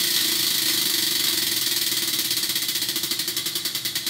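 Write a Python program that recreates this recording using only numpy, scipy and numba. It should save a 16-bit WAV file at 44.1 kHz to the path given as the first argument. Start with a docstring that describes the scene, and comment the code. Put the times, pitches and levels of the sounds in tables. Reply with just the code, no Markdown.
"""A tabletop prize wheel coasts down in a hard-walled kitchen, a couple of metres from a phone.
A plastic flapper snaps off each peg: noise grains chatter, modes of disc and flapper ring, the stand thumps.
Something on the wheel knocks once a turn for four turns; discrete bounces and a noise tail smear the ticks.
Low house noise runs underneath, and the phone's gain control flattens the peaks."""
import sys
import numpy as np
from scipy import signal
from scipy.fft import rfft, irfft
from scipy.io import wavfile
from numba import njit

SR = 44100
rng = np.random.default_rng(int(sys.argv[2]) if len(sys.argv) > 2 else 0)


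def gain_from_db(level_db):
    """Convert decibel levels to linear amplitude factors (20 dB per decade)."""
    decades = np.asarray(level_db, float) / 20
    return 10 ** decades


def log_audio(samples):
    """Write samples as a 16-bit WAV file to the path given in sys.argv[1]."""
    # one column per channel
    frames = np.atleast_2d(samples).T
    # limit to full scale, then quantise
    limited = np.clip(frames, -1, 1)
    pcm = np.round(limited * 32767).astype(np.int16)
    wavfile.write(sys.argv[1], SR, pcm)


N = 180610
LEAD_S = 0.4  # room for pegs that pass before the start
PEGS, EARLY_PEGS, TURNS = 14, 10, 6
FIRST_PEG_S = 0.0


def unit(x):
    """Scale to unit energy."""
    return x / np.sqrt(np.sum(x ** 2))


def colour(x, points):
    """Minimum-phase filter through (Hz, dB) points on a log-frequency axis: nothing rings ahead of the blow."""
    hz, db = np.transpose(points)
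    f = np.fft.rfftfreq(len(x), 1 / SR) + 1
    log_gain = np.log(gain_from_db(np.interp(np.log(f), np.log(hz), db)))
    cepstrum = irfft(log_gain, len(x))
    # fold to the causal side
    cepstrum[1:len(x) // 2] *= 2
    cepstrum[len(x) // 2 + 1:] = 0
    return irfft(rfft(x) * np.exp(rfft(cepstrum)), len(x))


def place(times_s, sounds, gains):
    """Lay sounds on a line that starts LEAD_S early."""
    out = np.zeros(N + SR)
    for s, sound, gain in zip(times_s, sounds, gains):
        at = int((s + LEAD_S) * SR)
        out[at:at + len(sound)] += gain * sound
    return out


def coast(pegs):
    """Time and speed at given angles: friction and drag eat the energy, the heavy side swings it."""
    start_pegs_s, friction_pegs_s2, drag_per_peg = 29.258, 4.8993, 0.00084395
    # off balance: speed gained by the fall of the heavy side alone, peg at which it is lowest
    swing_pegs_s, lowest_peg = 3.6276, 4.3302
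    step_pegs = 0.01
    angle = np.arange(-EARLY_PEGS, TURNS * PEGS, step_pegs)
    stall = friction_pegs_s2 / drag_per_peg
    squared = (start_pegs_s ** 2 + stall) * np.exp(-2 * drag_per_peg * angle) - stall
    swing = swing_pegs_s ** 2 * np.cos(2 * np.pi * (angle - lowest_peg) / PEGS)
    speed = np.sqrt(np.maximum(squared + swing, 1))
    s = np.cumsum(step_pegs / speed)
    times_s = np.interp(pegs, angle, s) - np.interp(0, angle, s) + FIRST_PEG_S
    return times_s, np.interp(pegs, angle, speed)


# flapper against wheel speed: speed_pegs_s, snap_db, and relative to the snap: thump_db, ring_db, bright_db
FLAPPER_BY_SPEED = [(9.03, -10.5, 12.5, -6, 0.5), (14.04, -10.5, 12.5, -6.5, 3),
                    (18.92, -10.5, 12.6, -5.5, 3.5), (24.3, -10.5, 14.5, -5, 3.6),
                    (29.7, -11, 13.5, -6, 3.6)]
# offset of each peg round the ring: snap_db, thump_db
PEG_OFFSETS = [(-2.9, .4), (-2.5, -0.4), (-3.2, -1.3), (-2.8, 0.3), (-2.3, -0.2), (-2.7, 1.8), (-3.3, 1.8),
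               (-2.5, 1.8), (-2.95, 1), (-2.2, 1.5), (-3.2, 1), (-2.7, 0.5), (-2.3, -1.5), (-2.4, 0.6)]
# standard deviation from tick to tick: snap_db, thump_db, ring_db, bright_db
TICK_SCATTER = (0.13, 1.1, 0.76, 0.49)


def ticks():
    """Time, snap, thump, ring and brightness of each peg: speed sets the blow, peg and chance vary it."""
    peg = np.arange(-EARLY_PEGS, TURNS * PEGS)
    times_s, speed = coast(peg)
    law = np.array(FLAPPER_BY_SPEED).T
    db = np.array([np.interp(speed, law[0], column) for column in law[1:]]).T
    db += np.array(TICK_SCATTER) * rng.standard_normal(db.shape)
    db[:, :2] += np.array(PEG_OFFSETS)[peg % PEGS]
    return np.c_[times_s, db][times_s < N / SR].T


def chatter(count, rise_s, rattle_s, grit):
    """The flapper slaps the peg and rattles on in uneven grains, differently each time."""
    t = np.arange(int(.05 * SR)) / SR
    sign, size = rng.standard_normal((count, 2, len(t))).transpose(1, 0, 2)
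    grains = sign * np.exp(grit * size)
    bursts = grains * np.exp(-t / rattle_s) * (1 - np.exp(-t / rise_s))
    return bursts / np.linalg.norm(bursts, axis=1, keepdims=True)


def rings(modes, count, scatter_db):
    """Decaying modes, one set per blow: levels scatter, neighbours start in opposite phase."""
    hz, t60_s, db = np.transpose(modes)[:, :, None]
    t = np.arange(int(.2 * SR)) / SR
    shapes = np.sin(2 * np.pi * hz * t) * 1000. ** (-t / t60_s) / np.sqrt(t60_s * SR)
    sign = (-1.) ** np.arange(len(modes))
    levels_db = db[:, 0] + scatter_db * rng.standard_normal((count, len(modes)))
    return (gain_from_db(levels_db) * sign) @ shapes


# modes of disc and flapper: pitch_hz, t60_s, level_db (relative)
DISC_MODES = [(1140, .03, -19), (1850, .035, -9), (2030, .045, -8), (2300, .03, -14), (3090, .06, -7),
              (3245, .08, -5), (3395, .1, -1), (3520, .04, -10), (3690, .08, -5), (3925, .14, 2.5),
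              (4200, .08, -1), (4290, .07, -3), (4520, .07, -2), (4680, .04, -5), (5210, .05, -7),
              (5465, .05, -9), (6495, .04, -13), (7245, .04, -12), (8320, .03, -10), (12505, .03, -12)]
# filter for the bare snap: freq_hz, gain_db
SNAP_COLOUR = [(200, -19), (450, -14), (800, -14), (1500, -6.5), (2700, -2), (3300, 7.5), (4500, 9),
               (5500, 3), (7000, 1), (10000, 2), (10600, -3), (12500, 3), (14500, 1), (15900, 3)]


def clacks(ring_db, bright_db, rattle_s):
    """The rattle heard bare, over the modes of the disc that swell while the flapper slaps."""
    body = rings(DISC_MODES, count=len(ring_db), scatter_db=1.0)
    swell_s = 0.00026
    body = body * (1 - np.exp(-np.arange(body.shape[1]) / (swell_s * SR)))
    bursts = chatter(count=len(ring_db), rise_s=0.00065, rattle_s=rattle_s, grit=0.66)
    low = signal.lfilter([.6], [1, -.4], bursts)
    bare = low + gain_from_db(bright_db)[:, None] * (bursts - low)
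    out = gain_from_db(ring_db + 27.5)[:, None] * body
    out[:, :bare.shape[1]] += gain_from_db(16.5) * np.array([colour(b, SNAP_COLOUR) for b in bare])
    return out


# reflection tail by band: centre_hz, early_t60_s, late_t60_s, late_share_db
KITCHEN_BANDS = [(125, 0.6, 0.73, -31), (348, 0.58, 0.46, -10), (660, 0.098, 1, -7.5),
                 (2090, 0.2, 0.49, -3.5), (3430, 0.033, 1, -7.5), (8200, 0.045, 0.84, -7),
                 (12200, 0.028, 0.88, -10), (15700, 0.074, 0.3, -9)]


def kitchen():
    """Dense reflections: noise that builds up fast and dies in two slopes per band."""
    t = np.arange(int(.5 * SR)) / SR
    centres = np.log(np.array(KITCHEN_BANDS)[:, 0])
    f = np.log(np.fft.rfftfreq(len(t), 1 / SR) + 1)
    noise = rfft(rng.standard_normal(len(t)))
    tail = 0
    for share, (_, early_s, late_s, late_db) in zip(np.eye(len(centres)), KITCHEN_BANDS):
        band = irfft(noise * np.interp(f, centres, share), len(t))
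        tail = tail + band * (1000. ** (-t / early_s) + gain_from_db(late_db) * 1000. ** (-t / late_s))
    build_s = 0.0029
    return unit(tail * (1 - np.exp(-t / build_s)))


def reverberate(x):
    """Convolve with one fresh kitchen tail."""
    return signal.fftconvolve(x, kitchen())[:N + SR]


def scattered(times_s, slaps, gains):
    """The turning disc throws each clack at the walls in another direction: random mix of five tails."""
    aim = rng.standard_normal((len(times_s), 5)) + [1.0, 0, 0, 0, 0]
    aim /= np.linalg.norm(aim, axis=1, keepdims=True)
    return sum(reverberate(place(times_s, slaps, gains * a)) for a in aim.T)


# direct sound, then first bounces off counter, window and cupboards: delay_s, level_db
FIRST_BOUNCES = [(0, -2), (.004, -10), (.008, -10.5), (0.0146, -6.5), (0.018, -18), (0.027, -10.5)]


def bounced(times_s, sounds, gains):
    """Direct sound plus discrete delayed copies."""
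    return sum(gain_from_db(db) * place(times_s + delay_s, sounds, gains) for delay_s, db in FIRST_BOUNCES)


# modes of the stand on the counter: pitch_hz, t60_s, level_db (relative)
STAND_MODES = [(67, 0.23, -6), (129.3, 0.38, -20.5), (136, 0.15, -13), (173.8, 0.35, -4), (251, 0.14, -4),
               (290.6, 0.59, -2.5), (320.2, 0.091, 5.5), (350.7, 0.15, 4), (648, 0.17, -12.5),
               (934, 0.14, -9.5)]


def thumps(times_s, level_db):
    """Each blow rings the stand's low modes, dry and through the kitchen."""
    dry_thumps = place(times_s, rings(STAND_MODES, count=len(times_s), scatter_db=1.27), gain_from_db(level_db))
    return dry_thumps + gain_from_db(-8) * reverberate(dry_thumps)


# knock on each successive turn: level_db
KNOCK_LEVELS = [-6.5, -8.5, -11, -25]


def knocks():
    """Time, level, ring and brightness of a knock at one fixed angle of the ring, once a turn."""
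    knock_peg, ring_db, bright_db = 4.7, -10.0, -26.0
    count = len(KNOCK_LEVELS)
    times_s = coast(knock_peg + PEGS * np.arange(count))[0]
    return times_s, KNOCK_LEVELS, np.full(count, ring_db), np.full(count, bright_db)


def wheel():
    """All ticks and knocks through the kitchen, with pegs that passed just before still echoing."""
    tick_s, snap_db, thump_db, tick_ring_db, tick_bright_db = ticks()
    knock_s, knock_db, knock_ring_db, knock_bright_db = knocks()
    times_s, gains = np.r_[tick_s, knock_s], gain_from_db(np.r_[snap_db, knock_db])
    tick_sounds = clacks(tick_ring_db, tick_bright_db, rattle_s=0.015)
    knock_sounds = clacks(knock_ring_db, knock_bright_db, rattle_s=0.0054)
    # the kitchen tail is fed one short slap per blow, without the rattle
    room_ring_db = np.r_[tick_ring_db, knock_ring_db] - 0.5
    slaps = clacks(room_ring_db, np.r_[tick_bright_db, knock_bright_db], rattle_s=.1 / SR)
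    out = scattered(times_s, slaps, gains)
    out += bounced(times_s, np.vstack([tick_sounds, knock_sounds]), gains)
    out += thumps(tick_s, snap_db + thump_db)
    return out[int(LEAD_S * SR):][:N]


# filter for the house noise: freq_hz, gain_db (relative)
HUM_COLOUR = [(25, -33), (45, -3), (70, -12.5), (125, 3.5), (180, -4), (300, -14), (700, -18),
              (2000, -13.5), (8000, -60)]


def hum():
    """Low steady house noise: filtered white noise."""
    rms_db = -45
    x = colour(rng.standard_normal(N), HUM_COLOUR)
    return gain_from_db(rms_db) * unit(x) * np.sqrt(N)


def scene():
    """The wheel in the kitchen, over the hum."""
    return (wheel() + hum())[None]


@njit
def squeeze(x, top, slope, attack_s, release_s):
    """Gain control: a follower tracks the level and gain falls where it exceeds top."""
    attack, release = 1 / (attack_s * SR), 1 / (release_s * SR)
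    y, level = np.empty(len(x)), 1e-9
    for i in range(len(x)):
        level += (abs(x[i]) - level) * (attack if abs(x[i]) > level else release)
        y[i] = x[i] * min(1., top / level) ** slope
    return y


def low_pass(x):
    """Removes everything above the highest recorded frequency."""
    return signal.sosfilt(signal.butter(12, 15760, fs=SR, output="sos"), x)


def record(dry):
    """The microphone drops deep bass; the phone holds the level down, rounds sharp peaks and cuts the top."""
    bass_cut = signal.butter(N=2, Wn=100, btype="high", fs=SR, output="sos")
    thin = signal.sosfilt(bass_cut, dry[0])
    held = squeeze(thin, gain_from_db(-22.0), 0.84, attack_s=0.0081, release_s=0.0073)
    ceiling = 0.5
    rounded = ceiling * np.tanh(held[None] / ceiling)
    top_cut = signal.ellip(N=12, rp=.2, rs=60, Wn=15720, fs=SR, output="sos")
    return low_pass(signal.sosfilt(top_cut, rounded))


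dry = scene()
out = record(dry)
log_audio(out)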